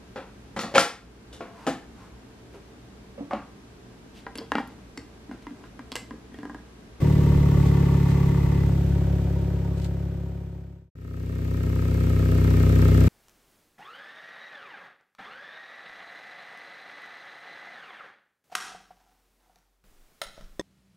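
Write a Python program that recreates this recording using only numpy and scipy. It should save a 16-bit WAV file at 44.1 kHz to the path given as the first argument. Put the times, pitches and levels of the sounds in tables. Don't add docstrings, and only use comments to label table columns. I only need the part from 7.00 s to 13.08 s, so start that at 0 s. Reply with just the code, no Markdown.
import sys
import numpy as np
from scipy import signal
from scipy.fft import rfft, irfft
from scipy.io import wavfile

SR = 44100
rng = np.random.default_rng(int(sys.argv[2]) if len(sys.argv) > 2 else 0)


def unload_wav(signal):
    wavfile.write(
        sys.argv[1],
        SR,
        np.round(np.clip(np.atleast_2d(signal).T, -1, 1) * 32767).astype(np.int16),
    )


N = 268304

# (multiple of the firing rate, level/dB)
STANDING_PIPE = [(1, -27), (2, -0.5), (3, -0.7), (4, 3), (5, -1.5), (6, -21.5), (7, -15.5), (8, -14),
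                 (9, -21.5), (10, -25), (11, -15.5), (12, -32.5), (13, -20.5), (14, -40.5), (15, -35),
                 (16, -42), (17, -39), (18, -46)]
STOOPED_PIPE = [(1, -24), (2, 2), (3, 0), (4, -2.5), (5, -1.5), (6, -30), (7, -24.5), (8, -16.5), (9, -21),
                (10, -28), (11, -14), (12, -48.5), (13, -26.5), (14, -35), (15, -24), (16, -23), (17, -35),
                (18, -24), (19, -36.5), (20, -39), (21, -38.5), (22, -35), (23, -51)]
UNDER_PIPE = [(1, -19), (2, 6), (3, 8.5), (4, -0.5), (5, 4), (6, -17.5), (7, -14.5), (8, -7), (9, -19),
              (10, -22), (11, -17), (12, -30.5), (13, -10.5), (14, -26), (15, -30.5), (16, -25.5),
              (17, -22), (18, -30), (19, -43), (20, -43.5)]
# (multiple of the firing rate, level/dB)
REAR_LOPE = [(5, -36), (7.5, -32), (9.5, -23.5), (10.5, -19.5), (11.5, -27), (12.5, -35), (14.5, -35),
             (17.5, -37), (21, -49)]
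UNDER_LOPE = [(5.5, -38), (7.5, -26), (8.5, -22.5), (12.5, -24), (14.5, -29), (15.5, -37), (16.5, -35.5),
              (18, -45), (20.5, -42)]
CYLINDER_DB = [-1.7, -2.1, -1.73, -2.1]
# (f/Hz, width/Hz, level/dB)
STANDING_RINGS = [(763, 115, -5.5), (906, 60, 2), (946, 23, 6), (1135, 45, -0.5), (1440, 61, -12.5),
                  (1773, 20, -6), (2025, 91, -7.5), (2550, 100, -18.5)]
STOOPED_RINGS = [(718, 75, 3.5), (937, 44, 5.5), (1121, 21, 0.5), (1260, 81, -4), (1500, 114, -4.5),
                 (1900, 190, -8.5), (2410, 150, -11.5)]
UNDER_RINGS = [(641.5, 18, 3.5), (907, 55, -8), (1254, 52, 0), (1403, 63, -7), (1608, 37, -5.5),
               (1847, 49, -5.5), (2136, 28, -3.5), (2350, 130, -11), (2650, 85, -10.5), (2870, 27, -11)]
# (f/Hz, width/Hz, level/dB)
GAP_RINGS = [(1140, 440, -11), (1800, 100, 9)]
# (f/Hz, level/dB)
REAR_CHURN = [(40, -25), (70, -16), (150, -0.5), (220, 5.5), (380, 6), (520, 3), (750, -8), (1200, -100)]
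UNDER_CHURN = [(40, -36), (70, -23), (150, -3), (250, 8.5), (400, -4.5), (550, 3.5), (750, -28),
               (1200, -73)]
REAR_HISS = [(400, -10), (900, 4), (1500, 6), (3000, 5), (4500, 0), (7000, -3), (14000, -4.5), (15800, -11)]
UNDER_HISS = [(500, -18), (1000, -2), (2400, 4.5), (4500, 0), (6500, -3), (13500, -2.5), (15800, -8)]
WIND_COLOUR = [(15, -47), (28, 13), (42, 10), (60, 21.5), (90, 17), (160, 12.5), (400, -37.5)]
SCUFF_COLOUR = [(700, -8), (1700, 3), (4200, 4), (5800, -2), (7800, 1), (13500, -9), (16000, -22)]
# (t/s, level/dB, rise and decay time/s)
BUFFETS = [(.21, -32, 0.03), (.37, -28, 0.098), (.61, -26.5, 0.048), (1.28, -30, 0.073), (1.44, -28, 0.036),
           (1.66, -34, 0.049), (1.9, -34, 0.14)]
SCUFFS = [(.668, -46.5, 0.039), (1.11, -45.5, 0.037), (2.781, -42, .012), (2.8005, -32.5, 0.00076),
          (2.821, -40, 0.0059), (2.8465, -34.5, 0.00064), (2.8475, -37, 0.0093), (2.863, -44, 0.012)]
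# (f/Hz, left-right correlation)
STEREO_LIKENESS = [(60, 0.85), (200, 0.95), (400, 0.35), (700, 0.11), (1300, 0.47), (2500, 0.24),
                   (6000, -0.032), (8600, 0.4), (12500, -0.022)]

# level/dB of (boom, bark, puff, hiss)
STANDING_DB = (-19.5, -27.5, -40, -45.5)
STOOPED_DB = (-18, -26, -42.5, -46.5)
UNDER_DB = (-14.5, -23, -40, -40)
RAISED_DB_PER_HZ = (0.039, 1.6, -1.5, 0.15)
STOOP_S = (1.62, 2)


def beside_bumper():
    stoop = ramp(*STOOP_S)
    raised_hz = 1.91 * np.exp(-(seconds() / .4702) ** 1.738)
    firing_hz = 34.939 - .1909 * seconds() + raised_hz
    boom_db, bark_db, puff_db, hiss_db = [
        (1 - stoop) * standing_db + stoop * stooped_db + slope * raised_hz
        for standing_db, stooped_db, slope in zip(STANDING_DB, STOOPED_DB, RAISED_DB_PER_HZ)]
    clicks = firings(firing_hz, first_s=.0162, uneven_db=.35, jitter_s=.00005)
    standing_fronts = rebound(clicks, trip_s=.0052, share=.85, travel_s=.0059)
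    stooped_fronts = rebound(clicks, trip_s=.0022, share=.51, travel_s=.0062)
    lope_fronts = rebound(every_other(clicks), trip_s=.007, share=.64, travel_s=.00907)
    standing = pipe_pulses(standing_fronts, STANDING_PIPE, base_hz=35.25, scatter_db=-5.5)
    stooped = pipe_pulses(stooped_fronts, STOOPED_PIPE, base_hz=34.45, scatter_db=-4)
    lope = pipe_pulses(lope_fronts, REAR_LOPE, base_hz=33.85, scatter_db=-4.5)
    pulses = (1 - stoop) * standing + stoop * stooped + lope
    note = exhaust_note(pulses, boom_db, bark_db, split_hz=162.3)
    puffing = gas_flow(clicks, rise_s=.0015, fall_s=.004, steady=1.2, steepness=2, lead_s=-.0005)
    churn = from_db(bark_db - 9.5 - stoop) * coloured(air_noise() * puffing, REAR_CHURN)
    knocks = rms_one(delayed(clicks + .2 * every_other(clicks), lag_s=.002))
    drive = air_noise() * puffing + from_db(-5 - 4 * stoop) * knocks
    rings = (1 - stoop) * resonate(drive, STANDING_RINGS) + stoop * resonate(drive, STOOPED_RINGS)
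    puffs = from_db(puff_db) * rings
    crack = from_db(-56 - 8 * stoop) * leak_cracks(clicks)
    spurts = gas_flow(clicks, rise_s=.003, fall_s=.009, steady=1.1, steepness=2, lead_s=.0031)
    hiss = from_db(hiss_db) * leak_hiss(spurts, REAR_HISS, jet_hz=5500)
    return (note + churn + puffs + crack + hiss) * from_db([[.4], [-.4]])


def under_floor():
    boom_db, bark_db, puff_db, hiss_db = UNDER_DB
    firing_hz = 32.284 - .41 * ramp(5.094, 5.144)
    clicks = firings(firing_hz, first_s=3.9535, uneven_db=.4, jitter_s=.00007)
    fronts = -rebound(clicks, trip_s=.0101, share=.82, travel_s=.0031)
    lope_fronts = rebound(every_other(clicks), trip_s=.008, share=.6, travel_s=.009)
    pulses = pipe_pulses(fronts, UNDER_PIPE, base_hz=31.04, scatter_db=-1)
    lope = pipe_pulses(lope_fronts, UNDER_LOPE, base_hz=32, scatter_db=-2)
    note = exhaust_note(pulses + lope, boom_db, bark_db, split_hz=181)
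    puffing = gas_flow(clicks, rise_s=.002, fall_s=.005, steady=.45, steepness=1)
    churn = from_db(-35.8) * coloured(air_noise() * puffing, UNDER_CHURN)
    snaps = leak_cracks(clicks)
    crack = from_db(-44.7) * snaps + from_db(-41) * sideways(resonate(snaps, GAP_RINGS))
    drive = air_noise() * puffing + from_db(-14) * rms_one(clicks)
    puffs = from_db(puff_db) * resonate(drive, UNDER_RINGS)
    spurts = gas_flow(clicks, rise_s=.0024, fall_s=.0024, steady=.28, steepness=4.9, lead_s=.0038)
    hiss = from_db(hiss_db) * leak_hiss(spurts, UNDER_HISS, jet_hz=4830)
    return (note + churn + crack + puffs + hiss) * from_db([[.6], [-.6]])


def firings(firing_hz, first_s, uneven_db, jitter_s):
    count = np.cumsum(firing_hz) / SR
    count -= np.interp(first_s, seconds(), count)
    number = np.arange(np.ceil(count[0]), count[-1]).astype(int)
    late, strength = rng.standard_normal((len(number), 2)).T
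    when_s = np.interp(number, count, seconds()) + jitter_s * late
    level_db = np.take(CYLINDER_DB, number, mode="wrap") + uneven_db * strength
    clicks = np.zeros(N)
    clicks[np.clip((when_s * SR).astype(int), 0, N - 1)] = from_db(level_db)
    return clicks


def every_other(clicks):
    return clicks * (1 - 2 * (np.cumsum(clicks > 0) % 2))


def rebound(x, trip_s, share, travel_s):
    phase_per_s = -2j * np.pi * np.arange(N + 1) * SR / (2 * N)
    trip = np.exp(phase_per_s * trip_s)
    allpass = (trip - share) / (1 - share * trip)
    return irfft(rfft(x, 2 * N) * np.exp(phase_per_s * travel_s) * allpass)[:N]


def pipe_pulses(fronts, harmonics, base_hz, scatter_db):
    curve = [(30, -121.5)] + [(k * base_hz, db) for k, db in harmonics] + [(1000, -49), (4000, -103.5)]
    cepstrum = irfft(np.log(from_db(at_bins(curve))), N)
    cepstrum[1:N // 2] *= 2
    cepstrum[N // 2 + 1:] = 0
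    ring = irfft(np.exp(rfft(cepstrum)), N)[:SR // 4]
    pulses = -signal.fftconvolve(fronts, ring)[:N]
    t = seconds()[:SR // 30]
    echoes = rng.standard_normal(len(t)) * np.exp(-t / .0014)
    scatter = signal.fftconvolve(butter(pulses, 447, "high"), echoes / np.linalg.norm(echoes))[:N]
    return pulses + from_db(scatter_db) * sideways(scatter)


def exhaust_note(pulses, boom_db, bark_db, split_hz):
    boom = signal.sosfiltfilt(signal.butter(4, split_hz, fs=SR, output="sos"), pulses)
    return from_db(boom_db) * rms_one(boom) + from_db(bark_db) * rms_one(pulses - boom)


def gas_flow(clicks, rise_s, fall_s, steady, steepness, lead_s=0):
    t = seconds()[:SR // 10]
    surge = (1 - np.exp(-t / rise_s)) * np.exp(-t / fall_s)
    flow = signal.fftconvolve(clicks ** steepness, surge / surge.max())[:N]
    return rms_one(delayed(flow, -lead_s) + steady)


def resonate(x, modes):
    out = 0
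    for k, (hz, width, db) in enumerate(modes):
        r = np.exp(-np.pi * width / SR)
        poles = [1, -2 * r * np.cos(2 * np.pi * hz / SR), r * r]
        out = out + (-1) ** k * from_db(db) * (1 - r * r) / 2 * signal.lfilter([1, 0, -1], poles, x)
    return rms_one(out)


def leak_hiss(flow, spectrum, jet_hz):
    noise = air_noise()
    rush = signal.sosfiltfilt(signal.butter(2, jet_hz, fs=SR, output="sos"), noise)
    return coloured(rush * rms_one(np.sqrt(np.abs(flow))) + (noise - rush) * flow, spectrum)


def leak_cracks(clicks):
    high_hz, low_hz, fall_s, length_s = 2756, 803, .002307, .0065
    spread_db, spread_octaves, jitter_s = 1, .08, .00012
    starts, t = np.flatnonzero(clicks), seconds()[:SR // 50]
    strength, pitch, late = rng.standard_normal((len(starts), 3)).T[:, :, None]
    age = np.clip(t - jitter_s * late, 0, length_s)
    hz = (low_hz + (high_hz - low_hz) * np.exp(-age / fall_s)) * 2 ** (spread_octaves * pitch)
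    envelope = clicks[starts, None] * from_db(spread_db * strength) * np.sin(np.pi * age / length_s)
    snaps = envelope * np.sin(2 * np.pi * np.cumsum(hz, axis=1) / SR)
    positions = starts[:, None] + np.arange(len(t))
    direct = np.bincount(positions.ravel(), snaps.ravel(), N)[:N]
    ground_echo = delayed(butter(direct, 1450, "low"), lag_s=.00298)
    return rms_one(direct + from_db(-4) * ground_echo)


def wind():
    breeze = from_db(-33.5 - 2 * ramp(*STOOP_S))
    return (breeze + swells(BUFFETS)) * coloured(air_noise(), WIND_COLOUR)


def scuff():
    grit = air_noise() * from_db(5 * np.clip(rng.standard_normal(N), -2, 2))
    return swells(SCUFFS) * coloured(grit, SCUFF_COLOUR)


def air_noise():
    mid, side = rfft(rng.standard_normal((2, N)))
    alike = at_bins(STEREO_LIKENESS)
    return rms_one(irfft(np.sqrt(1 + alike) * mid + sideways(np.sqrt(1 - alike) * side), N))


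def swells(rows):
    return sum(from_db(db) * np.exp(-np.abs(seconds() - peak_s) / decay_s) for peak_s, db, decay_s in rows)


def ramp(start_s, end_s):
    return np.clip((seconds() - start_s) / (end_s - start_s), 0, 1)


def coloured(x, spectrum):
    return rms_one(irfft(rfft(x) * from_db(at_bins(spectrum)), N))


def at_bins(points):
    hz, value = np.transpose(points)
    return np.interp(np.log(np.arange(N // 2 + 1) * SR / N + 1), np.log(hz), value)


def butter(x, hz, kind):
    return signal.sosfilt(signal.butter(2, hz, kind, fs=SR, output="sos"), x + 1e-18)


def delayed(x, lag_s):
    return np.interp(seconds() - lag_s, seconds(), x)


def sideways(x):
    return x * [[1], [-1]]


def from_db(db):
    return 10 ** (np.asarray(db) / 20)


def rms_one(x):
    return x / np.sqrt(np.mean(x ** 2) + 1e-20)


def seconds():
    return np.arange(N) / SR


def scene():
    rear_gate = np.interp(seconds(), [0, .004, 3.89, 3.905], [0, 1, 1, 0])
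    under_gate = np.interp(seconds(), [3.952, 3.955, N / SR - .004, N / SR], [0, 1, 1, 0])
    fade_out = rear_gate * (1 - ramp(.84, 3.908))
    fade_in = under_gate * ramp(3.866, 6.31)
    return fade_out * (beside_bumper() + wind() + scuff()) + fade_in * under_floor()


def record(dry):
    mid_dip_hz, side_dip_hz, dip_q, cutoff_hz = 10080, 13450, 5.5, 15650
    mid = signal.filtfilt(*signal.iirnotch(mid_dip_hz, dip_q, fs=SR), (dry[0] + dry[1]) / 2)
    side = signal.filtfilt(*signal.iirnotch(side_dip_hz, dip_q, fs=SR), (dry[0] - dry[1]) / 2)
    top_cut = signal.ellip(10, .05, 70, cutoff_hz, fs=SR, output="sos")
    return signal.sosfiltfilt(top_cut, mid + sideways(side))


dry = scene()
out = record(dry)
unload_wav(out)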